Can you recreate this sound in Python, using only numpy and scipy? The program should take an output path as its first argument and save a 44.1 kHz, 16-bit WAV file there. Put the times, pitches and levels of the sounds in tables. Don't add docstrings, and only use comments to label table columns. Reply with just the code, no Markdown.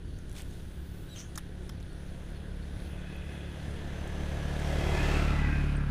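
import sys
import numpy as np
from scipy import signal
from scipy.fft import rfft, irfft, next_fast_len
from scipy.io import wavfile
from scipy.ndimage import map_coordinates

SR = 44100
rng = np.random.default_rng(int(sys.argv[2]) if len(sys.argv) > 2 else 0)


def ratio(d):
    e = np.asarray(d, float) / 20
    return 10 ** e


def wav_record(signal):
    frames = np.transpose(np.atleast_2d(signal))
    bounded = np.clip(frames, -1, 1)
    quanta = np.round(bounded * 32767).astype(np.int16)
    wavfile.write(sys.argv[1], SR, quanta)


N = 260410


def in_time(rows):
    times, *columns = np.transpose(rows)
    return [np.interp(np.arange(N) / SR, times, column) for column in columns]


def rms_one(x):
    return x / np.sqrt(np.mean(x ** 2) + 1e-20)


def band(x, low_hz, high_hz):
    edges_hz = [low_hz, min(high_hz, .45 * SR)]
    return signal.sosfilt(signal.butter(2, edges_hz, "band", fs=SR, output="sos"), x)


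def drift(rate):
    knots = rng.standard_normal(400)
    return map_coordinates(knots, [5 + np.arange(N) / SR * rate], order=3, mode="wrap")


def swell(middle_s, spread_s):
    return np.exp(-.5 * ((np.arange(N) / SR - middle_s) / spread_s) ** 2)


def patchy_noise(shared_db, own_db):
    white = rng.standard_normal((2, N))
    together = drift(9.0)
    edges = 100 * 2 ** (np.arange(23) / 3)
    out = np.zeros(N)
    for k, (low_hz, high_hz) in enumerate(zip(edges, edges[1:])):
        flicker_db = shared_db * together + own_db * drift(15.0)
        out += band(white[k % 2], low_hz, high_hz) * ratio(flicker_db)
    return out


def colour(x, spectrum, rings=()):
    size = next_fast_len(N)
    hz = np.arange(size // 2 + 1) * SR / size + 1
    corner_hz, corner_db = np.transpose(spectrum)
    gain_db = np.interp(np.log(hz), np.log(corner_hz), corner_db)
    for centre_hz, width_hz, top_db in rings:
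        gain_db = gain_db + top_db / (1 + (2 * (hz - centre_hz) / width_hz) ** 2)
    return rms_one(irfft(rfft(x, size) * ratio(gain_db), size)[:N])


def three_parts(x):
    size = next_fast_len(N)
    hz = np.arange(size // 2 + 1) * SR / size
    low = 1 / (1 + (hz / 1000) ** 4)
    high = 1 - 1 / (1 + (hz / 4000) ** 4)
    return [rms_one(irfft(rfft(x, size) * part, size)[:N]) for part in (low, 1 - low - high, high)]


def passage(closest_s, gap_m):
    road_speed = 5.45
    along_m = road_speed * (np.arange(N) / SR - closest_s)
    distance_m = np.hypot(along_m, gap_m)
    return 20 * np.log10(gap_m / distance_m), along_m / distance_m


def field():
    # [f/Hz, level/dB per Hz]
    spectrum = [(70, -25), (120, -6), (200, -10.5), (340, -4.5), (500, -17.5), (1100, -25.5), (2350, -45),
                (4600, -35), (7600, -42.5), (8700, -45), (11300, -48), (13000, -43.5), (15200, -44.5)]
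    # [f/Hz, width/Hz, height/dB]
    humps = [(1500, 240, 14), (3530, 1400, 11.5), (6220, 1100, 7), (9540, 1950, 15.5), (10500, 600, 11.5)]
    far_db = -53.5 - 3 * swell(0, .16)
    far = ratio(far_db) * colour(patchy_noise(shared_db=-0.9, own_db=1.5), spectrum, humps)
    lumps = rms_one(band(rng.standard_normal(N), 25.3, 103)) * ratio(3.3 * drift(4.94))
    sway = rms_one(band(rng.standard_normal(N), 15.0, 17.0))
    dying_gust_db = 3.5 * swell(0, 0.21)
    draught_db = 7 * swell(5.2, .3)
    wind_db = -46 + .7 * drift(2.4) + draught_db + dying_gust_db
    return far + ratio(wind_db) * lumps + ratio(-49.5) * sway


def exhaust():
    # [t/s, firings per s]
    speed = [(0.0, 34.4), (0.95, 34.8), (1.13, 34.5), (1.63, 35.1), (2.0, 35.1), (2.55, 35.8), (4.93, 36.5),
             (5.57, 35.9), (5.9, 35.1)]
    # [multiple, level when closest/dB, share of the distance loss]
    strong_orders = [(1, -32, 1), (2, -31.5, 0.79), (3, -39.5, 0.79), (4, -34, 0.99), (5, -41.5, .5)]
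    # [multiple, level/dB]
    weak_orders = [(6, -8), (7, -13.5), (8, -11.5), (9, -28), (10, -26), (11, -16), (12, -18), (13, -19),
                   (15, -16), (17, -29)]
    # [multiple, middle t/s, spread/s, level/dB]
    fades = [(1, 3.54, 0.26, -22), (4, 4.0, 0.16, -2.5), (4, 5.2, 0.16, -2), (5, 3.9, 0.074, -1),
             (4, 3.06, 0.17, -1), (3, 4.87, .15, -9), (3, 5.45, 0.24, -3), (5, 3, 0.027, 3),
             (2, 5.97, 0.13, -4)]
    loss_db, behind = passage(closest_s=5.13, gap_m=3.04)
    pipe_rear_db = 4.0
    angle = 2 * np.pi * np.cumsum(in_time(speed)[0]) / SR + .05 * drift(5.0) + 1.5

    orders = []
    for k, db, share in strong_orders:
        order_db = db + share * (loss_db + pipe_rear_db * behind)
        for multiple, middle_s, spread_s, fade_db in fades:
            if multiple == k:
                order_db = order_db + fade_db * swell(middle_s, spread_s)
        orders.append((k, order_db))
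    mean_db = np.mean([db for k, db in orders], axis=0)
    for k, db in weak_orders:
        dull_db = 0.24 * (mean_db + 31.0)
        tail_db = -9.5 * (k > 8) * np.clip(behind, 0, 1)
        orders.append((k, mean_db + db + dull_db + tail_db))

    out = np.zeros(N)
    for k, db in orders:
        lead = .45 - 1.1 * (k == 3) + 2.0 * (k > 3) * (1 + behind) / 2
        level = ratio(db + (.2 + .1 * k) * drift(9.0))
        out += level * np.sin(k * angle + lead + .04 * k * drift(8.0))
    return -np.sqrt(2) * out, angle


def running_gear(angle):
    # [t/s, 0 head-on / 1 abeam / 2 from behind]
    facing = [(0, 0.1), (3.9, 0.5), (4.7, 0.77), (5.2, 1.27), (5.5, 1.67), (5.9, 1.44)]
    # [f/Hz, level/dB per Hz]
    ahead = [(120, -30), (200, 11.5), (272, 5), (541, -1.5), (1080, -30), (1660, -12), (2220, -22),
             (3370, -19.5), (4500, -33), (8480, -42.5), (9630, -40), (15100, -52.5)]
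    # [f/Hz, level/dB per Hz]
    abeam = [(120, -9), (200, -18), (330, 3.5), (450, -2.5), (650, 1), (1040, -8), (1500, -9), (2200, -12),
             (3300, -17.5), (4500, -24), (8000, -32.5), (15100, -46)]
    # [f/Hz, level/dB per Hz]
    rear = [(120, -18), (200, 6), (287, 14), (582, -19), (1040, -6.5), (1630, -9), (1820, -9),
            (2480, -14.5), (3620, -28), (9290, -63), (10400, -64), (15100, -72)]
    # [level when closest/dB, share of the distance loss, extra from behind/dB]
    gear = [(-38, 1, -2), (-43.5, 0.94, -0.5), (-48.5, 1.28, -2)]
    # [middle t/s, spread/s, f/Hz, level over rattle/dB]
    glints = [(3.2, 0.24, 2540, -2.5), (3.3, 0.36, 3390, -7), (3.2, 0.26, 1675, -5.5),
              (3.4, 0.48, 2040, -8), (3.3, 0.26, 2930, -11), (3.3, 0.48, 1500, -10), (3.8, 0.24, 1737, -5),
              (4.25, 0.36, 6150, -14), (4.5, 0.34, 1680, -3.5), (4.88, 0.16, 3310, -6),
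              (4.9, 0.21, 2035, -3), (5.03, 0.075, 1730, 1.5), (4.98, .12, 2533, -1),
              (5.2, 0.13, 2640, -1.5), (5.3, 0.15, 1330, -3), (5.35, 0.14, 704, -9), (5.38, 0.14, 834, -5),
              (5.45, 0.078, 2000, 0.5), (5.5, 0.078, 1610, 1.5), (5.55, .15, 2510, -1.5),
              (5.82, 0.13, 1630, -3), (5.8, 0.11, 1380, -4)]
    loss_db, behind = passage(closest_s=5.16, gap_m=1.84)
    aspect = in_time(facing)[0]
    levels_db = [db + share * loss_db + rear_db * behind + .5 * drift(3.0) for db, share, rear_db in gear]
    levels_db[2] = levels_db[2] - 4 * swell(5.82, 0.068)
    throb = ratio(0.82 * np.cos(angle) + 0.72 * np.cos(2 * angle))
    raw = patchy_noise(shared_db=.3, own_db=.9)
    out = np.zeros(N)
    for k, spectrum in enumerate((ahead, abeam, rear)):
        share = np.clip(1 - np.abs(aspect - k), 0, 1)
        for db, part in zip(levels_db, three_parts(colour(raw, spectrum))):
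            out += share * ratio(db) * part
    white = rng.standard_normal(N)
    half_width = .058 / 2
    for middle_s, spread_s, hz, db in glints:
        ring = rms_one(band(white, hz * (1 - half_width), hz * (1 + half_width)))
        out += swell(middle_s, spread_s) * ratio(levels_db[1] + db) * ring
    return out * throb


def drone():
    t = np.arange(N) / SR
    fade_db = -30 * np.clip(t - 3.6, 0, 1)
    db = -52.5 + 9.5 * swell(2.6, 0.23) + 1.9 * drift(2.5) + fade_db
    return np.sqrt(2) * ratio(db) * np.sin(2 * np.pi * 40.3 * t + 0.56 * drift(3.1))


def bird():
    # [t/s, level/dB, start f/Hz, end f/Hz, length/s]
    peeps = [
        (.04, -71, 4700, 4400, .08),
        (.09, -70, 4400, 4100, .08),
        (.12, -70, 4750, 4500, .07),
        (.47, -70, 6660, 6200, .08),
        (1.085, -65, 5850, 5850, .025),
        (2.825, -68.5, 9700, 9800, .066),
        (5.755, -58, 8800, 8250, .028),
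    ]
    # [t/s, level/dB]
    call = [(1.655, -72), (1.89, -64), (2.07, -71), (2.126, -70), (2.34, -67), (2.6, -65), (2.845, -64),
            (3.091, -69), (3.34, -69), (3.585, -69)]
    out = np.zeros(N)
    flutter_db = 6.0 * drift(320.0)
    steady = [(s, db, 4400, 4230, .05) for s, db in call]
    for s, db, start_hz, end_hz, length_s in [*peeps, *steady]:
        count, i = round(length_s * SR), round(s * SR)
        whistle = np.sin(2 * np.pi * np.cumsum(np.linspace(start_hz, end_hz, count)) / SR)
        out[i:i + count] += ratio(db + flutter_db[i:i + count]) * np.hanning(count) * whistle
    return out


def clicks(rows, length_s, body_db):
    out = np.zeros(N)
    t = np.arange(round(.03 * SR)) / SR
    for s, db, hz in rows:
        burst = rng.standard_normal(len(t)) * ratio(-60 * t / length_s)
        ring = band(burst, hz * .85, hz * 1.18)
        crack = band(burst, 1800, 12000)
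        knock = band(burst, 900, 2000)
        hit = .7 * ring / np.abs(ring).max() + .8 * crack / np.abs(crack).max()
        i = round(s * SR)
        out[i:i + len(t)] += ratio(db) * (hit + ratio(body_db) * knock / np.abs(knock).max())
    return out


def reel():
    # [t/s, peak level/dB, ring f/Hz]
    ticks = [(.296, -45, 6550), (.3154, -45, 6500), (.38, -43, 5800), (.3904, -43, 8500),
             (.4034, -45, 6200), (.4199, -39, 7550), (.5104, -55, 6400), (1.1804, -54, 8000),
             (1.3548, -40, 4000), (1.3575, -35, 6840), (1.389, -46, 9100), (1.802, -49, 6000),
             (1.8074, -51, 6600), (1.828, -42.5, 3870), (1.9304, -51, 7500), (2.1645, -55, 7000),
             (2.3032, -53, 8400), (2.762, -56, 6250), (2.802, -45, 4200), (3.165, -50, 10500),
             (4.076, -42, 7200), (4.599, -42, 7840)]
    # [t/s, peak level/dB, ring f/Hz]
    knocks = [
        (.187, -48, 6800),
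        (.3277, -46, 9500),
        (1.203, -44, 3520),
        (1.3798, -33, 9600),
        (1.393, -44, 2720),
        (1.6958, -42, 3500),
    ]
    # [t/s, peak level/dB, ring f/Hz]
    snaps = [
        (1.36, -40, 6350),
        (1.3762, -30, 5900),
        (1.384, -35, 3600),
        (1.6929, -38.5, 5240),
    ]
    return (clicks(ticks, length_s=0.0046, body_db=-27) + clicks(knocks, length_s=0.013, body_db=-2)
            + clicks(snaps, length_s=0.024, body_db=-1.5))


def cast():
    # [f/Hz, level/dB per Hz]
    torn_air = [(350, -45), (700, 0), (1500, -4), (2400, 0.5), (3500, 0.5), (5000, -5.5), (9200, -5.5),
                (15100, -27)]
    # [middle t/s, spread/s, rod swish level/dB, line hiss level/dB]
    strokes = [
        (.387, .02, -49, -63),
        (.5, 0.16, -64.5, -69),
        (.98, 0.16, -67.5, -64),
        (1.193, 0.026, -52.5, -72),
        (2.87, 0.045, -71, -68),
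    ]
    swish = colour(rng.standard_normal(N) * ratio(2.6 * drift(260.0)), torn_air)
    line = rms_one(band(rng.standard_normal(N), 12000, 21000))
    return sum(swell(middle_s, spread_s) * (ratio(swish_db) * swish + ratio(line_db) * line)
               for middle_s, spread_s, swish_db, line_db in strokes)


def squeak(rows, overtone_db, rough_adds_db):
    first, last = rows[0], rows[-1]
    silent_start = (first[0] - .01, first[1], -120, 0)
    silent_end = (last[0] + .01, last[1], -120, 0)
    hz, db, rough = in_time([silent_start, *rows, silent_end])
    jitter = rms_one(band(rng.standard_normal(N), 120, 700))
    chop = rms_one(band(rng.standard_normal(N), 120, 700))
    angle = 2 * np.pi * np.cumsum(hz * (1 + .12 * rough * jitter)) / SR
    octave = ratio(overtone_db + rough_adds_db * rough) * np.sin(2 * angle)
    tone = np.sin(angle) + octave + ratio(-18) * np.sin(3 * angle)
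    return np.sqrt(2) * ratio(db + 3.0 * chop) * tone


def reel_squeaks():
    # [t/s, f/Hz, level/dB, roughness 0-1]
    high = [
        (1.083, 3880, -68, .3),
        (1.11, 3920, -59, 0.3),
        (1.14, 3880, -52.5, .2),
        (1.152, 3380, -64, .7),
        (1.165, 2820, -52, .5),
        (1.175, 2800, -75, .5),
    ]
    # [t/s, f/Hz, level/dB, roughness 0-1]
    low = [
        (1.15, 2950, -75, .3),
        (1.165, 3150, -56, .15),
        (1.18, 3200, -55, .15),
        (1.188, 2900, -64, .75),
        (1.205, 2950, -64, .75),
        (1.225, 3100, -68, .6),
        (1.26, 3200, -71, .4),
        (1.3, 3250, -82, .4),
    ]
    return squeak(high, overtone_db=-12, rough_adds_db=2.0) + squeak(low, overtone_db=-2.0, rough_adds_db=22.5)


def scene():
    beat, angle = exhaust()
    motorcycle = beat + running_gear(angle)
    fishing = reel() + cast() + reel_squeaks()
    return (field() + motorcycle + drone() + bird() + fishing)[None]


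def top_cut(x):
    return signal.sosfilt(signal.butter(12, 15290, fs=SR, output="sos"), x)


def record(dry):
    cut = signal.sosfilt(signal.cheby2(18, 45, 15600, fs=SR, output="sos"), dry)
    return top_cut(cut - .001)


dry = scene()
out = record(dry)
wav_record(out)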